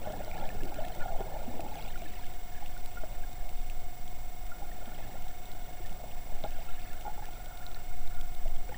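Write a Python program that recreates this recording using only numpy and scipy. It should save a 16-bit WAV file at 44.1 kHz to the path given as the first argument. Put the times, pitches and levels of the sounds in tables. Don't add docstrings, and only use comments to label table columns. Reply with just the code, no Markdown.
import sys
import numpy as np
from scipy import signal
from scipy.fft import rfft, irfft, next_fast_len
from scipy.io import wavfile
from scipy.ndimage import uniform_filter1d, map_coordinates

SR = 44100
rng = np.random.default_rng(int(sys.argv[2]) if len(sys.argv) > 2 else 0)


def file_out(sig):
    cols = np.atleast_2d(sig).T
    lim = np.clip(cols, -1, 1)
    pcm = np.round(lim * 32767).astype(np.int16)
    wavfile.write(sys.argv[1], SR, pcm)


def invert_db(level):
    return 10 ** (np.asarray(level, dtype=float) / 20)


N = 386757
T = np.arange(N) / SR


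def unit(x):
    return x / np.sqrt(np.mean(x ** 2) + 1e-20)


def curves(rows):
    times, *columns = np.transpose(rows)
    return [np.interp(T, times, column) for column in columns]


def filtered(x, response):
    size = next_fast_len(N + SR // 2)
    hz = np.fft.rfftfreq(size, 1 / SR)
    return irfft(rfft(x, size) * response(hz), size)[:N]


def noise(points):
    point_hz, point_db = np.transpose(points)

    def colour(hz):
        return invert_db(np.interp(np.log(hz + 1), np.log(point_hz + 1), point_db, right=-120))

    return unit(filtered(rng.standard_normal(N), colour))


def grains(start, db, hz, t60, rise, attack, size):
    t = np.arange(size) / SR
    start, db, hz, t60 = (np.asarray(v, float)[:, None] for v in (start, db, hz, t60))
    envelope = invert_db(db - 60 * t / t60) * (1 - np.exp(-t / attack))
    wave = envelope * np.sin(2 * np.pi * hz * t * (1 + rise * t / t60))
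    at = (start * SR).astype(int) + np.arange(size)
    return np.bincount(at.ravel(), wave.ravel(), N + size + SR)[:N]


def puffs(start, db, t60, attack, size):
    carrier = grains(start, db, 0 * start + SR / 4, t60, rise=0, attack=attack, size=size)
    return carrier * rng.standard_normal(N)


# (centre [Hz], width [Hz], level [dB])
HOUSING_MODES = [(628, 176, -4), (847, 132, -2), (1410, 44, -3), (1750, 73, -7), (2500, 130, -55),
                 (3400, 380, -67)]


def case(hz):
    total = 0
    for k, (centre, width, db) in enumerate(HOUSING_MODES):
        damping = 1j * hz * width
        total = total + (-1) ** k * invert_db(db) * damping / (centre * centre - hz * hz + damping)
    return total


# (time [s], level [dB])
SURGE_LEVEL = [(0, -38.5), (.41, -28), (.95, -32), (1.15, -25), (1.5, -32), (1.7, -33), (2.1, -28.5),
               (2.8, -31), (3.66, -25), (4.5, -28.5), (4.9, -35.5), (5.6, -31.5), (6.6, -27.5), (7.2, -29),
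               (7.7, -34), (8, -23.5), (8.4, -20.5), (8.77, -26)]
# (frequency [Hz], relative level per Hz [dB])
SURGE_COLOUR = [(1, -1), (5, 4.5), (12, 3), (18, -7), (25, -21.5), (35, -25), (60, -120)]
# (frequency [Hz], relative level per Hz [dB])
RUMBLE_COLOUR = [(14, -120), (20, 16.5), (30, 14), (42, 12), (60, -0.5), (85, -4), (130, -4.5),
                 (200, -17.5), (300, -120)]


def surge():
    surge_db, = curves(SURGE_LEVEL)
    rumble_db = -44.5 + 0.23 * (surge_db - surge_db.mean())
    return invert_db(surge_db) * noise(SURGE_COLOUR) + invert_db(rumble_db) * noise(RUMBLE_COLOUR)


def swarm(count, hz, spread, cycles, scatter_db, clump_db, size):
    place, z = rng.random(count), rng.standard_normal((count, 2))
    clumps = map_coordinates(rng.standard_normal(70), [place * 65])
    pitch = hz * np.exp(spread * z[:, 0])
    db = scatter_db * np.clip(z[:, 1], -2, 2) + clump_db * clumps
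    return unit(grains(place * N / SR, db, pitch, cycles / pitch, rise=0.047, attack=2 / hz, size=size))


# (time [s], bubble cloud level [dB], fine spray level [dB], thin ring level [dB])
CHURN_LEVELS = [(0, -44.5, -58, -57), (.8, -45, -57, -61), (1.22, -48, -59, -64), (1.63, -46, -61.5, -73),
                (1.85, -52, -54, -60), (2.12, -56, -58, -65), (2.5, -62, -64.5, -68),
                (3.15, -58.5, -62.5, -70), (3.5, -64, -65.5, -73), (4.44, -68, -72, -77),
                (4.64, -57.5, -68, -60.5), (5.08, -51, -61.5, -63.5), (5.35, -59.5, -64, -70),
                (6.1, -55.5, -66, -71), (6.55, -57.5, -62, -67), (6.8, -60, -58.5, -65),
                (7.5, -62, -66.5, -62), (8.35, -67.5, -68, -63.5), (8.6, -62, -75, -71),
                (8.77, -50, -57.5, -72)]
# (frequency [Hz], relative level per Hz [dB])
STIRRED_COLOUR = [(40, -120), (60, -3), (85, 0.5), (120, -5.5), (210, -6.5), (300, -120)]


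def churn():
    cloud_db, spray_db, thin_db = curves(CHURN_LEVELS)
    from_full_db = cloud_db + 45
    stirred = invert_db(-49.5 + 0.77 * from_full_db) * noise(STIRRED_COLOUR)

    big = swarm(count=1650, hz=391.5, spread=0.3273, cycles=38.0, scatter_db=3, clump_db=2.5, size=3000)
    big = invert_db(-51.5 + 0.82 * from_full_db) * big

    gurgle = swarm(count=3600, hz=752.0, spread=0.403, cycles=25.5, scatter_db=2.5, clump_db=2.9, size=1100)
    ring = invert_db(cloud_db) * unit(filtered(gurgle, case))

    thin = swarm(count=1200, hz=1410, spread=0.027, cycles=100, scatter_db=1.0, clump_db=3.0, size=2200)
    thin = invert_db(thin_db) * thin

    small = swarm(count=5000, hz=2917, spread=0.357, cycles=61, scatter_db=4.0, clump_db=1.5, size=500)
    fizz = unit(filtered(small, lambda f: (case(f) + 0.14) * (f > 1600)))
    return stirred + big + ring + thin + invert_db(spray_db) * fizz


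# (time [s], level before the soft onset [dB], starting pitch [Hz], 60 dB decay time [s])
SINGLE_BUBBLES = [(.071, -22.5, 614, .06), (.099, -27, 626, 0.072), (.203, -28, 587, 0.054),
                  (.279, -24.5, 670, 0.026), (.377, -32.5, 1690, 0.024), (.5012, -32.5, 1750, 0.03),
                  (.546, -29, 410, 0.037), (.6045, -38, 1680, .044), (.655, -33, 350, 0.06),
                  (.72, -28, 806, 0.037), (.784, -29, 622, .07), (.824, -29, 690, 0.051),
                  (1.0045, -34.5, 1437, 0.069), (1.015, -35, 1720, .04), (1.0216, -35, 1410, 0.084),
                  (1.205, -20.5, 390, .032), (1.205, -26, 785, .036), (1.206, -29, 654, 0.05),
                  (1.477, -28, 239, 0.08), (1.549, -36, 217, .08), (1.593, -24.5, 688, 0.046),
                  (1.594, -33, 328, 0.057), (1.661, -31, 844, .054), (1.754, -32, 804, 0.043),
                  (1.9559, -31.5, 1410, 0.031), (2.019, -29.5, 682, 0.05), (2.19, -36, 950, 0.032),
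                  (2.622, -33.5, 806, 0.055), (2.765, -35, 1440, 0.032), (2.9705, -33.5, 1410, 0.071),
                  (3.035, -19, 633, 0.029), (3.2345, -37, 1610, 0.033), (4.5155, -33.5, 1400, 0.055),
                  (4.619, -34.5, 803, 0.084), (4.7151, -33, 1820, 0.021), (4.872, -33.5, 231, 0.055),
                  (4.9181, -41, 1420, .04), (4.987, -32, 607, 0.027), (5.139, -35, 533, .042),
                  (5.266, -31, 760, 0.025), (5.802, -39, 350, .06), (5.849, -40, 1790, .04),
                  (5.909, -36, 172, 0.045), (6.0, -34, 616, .037), (6.038, -27, 648, 0.028),
                  (6.255, -34, 714, 0.02), (6.32, -35, 573, 0.041), (6.439, -18, 636, 0.03),
                  (6.439, -32, 405, 0.058), (6.4397, -40, 1370, 0.064), (6.447, -25, 810, 0.049),
                  (6.46, -25, 647, 0.034), (6.586, -33, 662, .05), (6.6854, -39.5, 1374, .055),
                  (7.051, -27, 834, 0.036), (7.062, -27, 836, 0.068), (7.073, -38, 1410, 0.051),
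                  (7.077, -27, 776, 0.048), (7.094, -37, 849, 0.11), (7.177, -29, 827, 0.026),
                  (7.189, -34, 815, 0.047), (7.222, -31, 840, 0.045), (7.285, -31, 796, 0.025),
                  (7.625, -45, 1700, .046), (7.7593, -43, 1760, .04), (8.457, -28, 650, 0.04),
                  (8.69, -35.5, 504, .085), (8.6915, -34, 1480, 0.021), (8.719, -31, 837, 0.046),
                  (8.7256, -41, 2010, 0.029), (8.744, -24.5, 1820, 0.015)]


def bubbles():
    start, db, hz, t60 = np.transpose(SINGLE_BUBBLES)
    tone = grains(start, db, hz, t60, rise=0.022, attack=0.0031, size=6000)
    slosh = puffs(start, db + 8.5, t60, attack=0.00061, size=6000)
    return tone + filtered(slosh, lambda f: (case(f) + 0.41) / (1 + 1j * f / 700) ** 2)


# (time [s], blip level before onset [dB], blip pitch [Hz], crack level before filter [dB])
CLEAR_TICKS = [(.1217, -41, 3600, -30.5), (.2471, -36.5, 4670, -32), (.3142, -31.5, 2300, -42),
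               (.4903, -32, 2460, -34), (.6335, -38, 2750, -30), (.7424, -41, 2500, -29),
               (.85, -36.5, 3310, -34), (.9492, -49, 2820, -29), (1.6056, -36, 2520, -29),
               (1.7559, -38, 3300, -34.5), (1.8243, -36, 4040, -36), (1.879, -41, 2540, -36),
               (1.9756, -38, 2410, -36), (2.6612, -38, 2730, -37), (2.8591, -37, 3500, -27.5),
               (3.699, -34, 2610, -31), (4.0783, -38, 3300, -34), (5.2825, -40, 3500, -36),
               (5.456, -37, 3660, -38), (5.5164, -38, 3980, -34), (5.8605, -42, 3610, -34),
               (6.113, -39, 2750, -40), (6.4386, -28.5, 3660, -37), (6.931, -52, 2840, -30),
               (7.2552, -41, 2890, -29), (7.3337, -39, 3440, -38), (7.459, -40, 3250, -34),
               (7.5737, -37, 3700, -33), (7.6655, -29, 3950, -45), (7.7149, -41, 3340, -38),
               (7.746, -33, 4100, -38), (8.0753, -37.5, 3720, -40), (8.148, -44, 3750, -44),
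               (8.2114, -35.5, 3400, -31), (8.349, -40, 3720, -35), (8.5634, -38, 3280, -38),
               (8.6915, -44, 2300, -39), (8.7425, -41, 3040, -40)]


def ticks():
    count = 30
    place, z = rng.random(count), rng.standard_normal((count, 3))
    faint_blip_db = -43.5 + 2.5 * z[:, 0]
    faint_hz = 3300 * np.exp(.15 * z[:, 1])
    faint_crack_db = -36 + 2.5 * z[:, 2]
    faint = np.c_[place * N / SR, faint_blip_db, faint_hz, faint_crack_db]
    start, db, hz, crack_db = np.vstack([CLEAR_TICKS, faint]).T
    blip = grains(start, db, hz, 24 / hz, rise=0.013, attack=0.00021, size=700)
    crack = puffs(start, crack_db, 0 * start + 0.0099, attack=0.00082, size=500)
    return blip + filtered(crack, lambda f: (f > 1500) / (1 + (f / 12000) ** 2))


def buzz():
    burst_hz, square_hz = 22.75878, 722.1
    since = (T * burst_hz - .274) % 1 / burst_hz
    turn = 2 * np.pi * square_hz * (since - .00157)
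    duty = 0.5275
    k = np.arange(1, 19)[:, None]
    height = 2 / (np.pi * k) * np.sin(np.pi * k * duty)
    square = duty + np.sum(height * np.cos(k * (turn - np.pi * duty)), 0)
    square = np.where(turn > 0, square, 0)
    ripple = 0.098 * np.sin(8 * turn)
    on = uniform_filter1d(1. * (since < .0317), size=9)

    def sag(f):
        return (1j * f) ** 2 / (38 ** 2 - f * f + 1j * f * 32) / (1 + 1j * f / 7000)

    return invert_db(-46.0) * filtered(on * (0.7 + square + ripple), sag)


def display():
    field_hz, lines_per_field = 58.200417, 264
    field = T * field_hz
    blank = ((field - .155) % 1) / field_hz
    dropout = np.clip(np.minimum(blank / 0.00055, (.003 - blank) / 0.0013), 0, 1)
    whistle = invert_db(-50.5) * (1 - 1.1 * dropout) * np.sin(2 * np.pi * lines_per_field * field)

    odd = uniform_filter1d(1. * ((field / 2 - .63) % 1 < .5), size=40)
    half = invert_db(-59.5) * (1.315 * odd - .3) * np.sin(np.pi * lines_per_field * field)

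    click = np.exp(-blank / 0.00035) - 0.4 * np.exp(-((blank - .0011) / 0.00087) ** 2)
    return whistle + half + filtered(invert_db(-45.0) * click, lambda f: 1 / (1 + 1j * f / 3500))


# (frequency [Hz], relative level per Hz [dB])
HISS_COLOUR = [(90, -16), (130, -9), (560, -12.5), (720, -11.5), (900, -10), (1200, -16.5), (2200, -18.5),
               (6900, -25), (11000, -26), (14000, -25.5), (15700, -37)]


def hiss():
    return invert_db(-56.5) * noise(HISS_COLOUR)


def scene():
    water = surge() + churn() + bubbles() + ticks()
    return (water + buzz() + display() + hiss())[None]


def top_cut(x):
    return signal.sosfilt(signal.butter(12, 16850, fs=SR, output="sos"), x)


def record(dry):
    top_hz = 15730
    limited = filtered(dry[0], lambda f: (f < top_hz) / (1 + (f / 15800) ** 40))
    mix = limited[None] - .0097
    return top_cut(mix)


dry = scene()
out = record(dry)
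file_out(out)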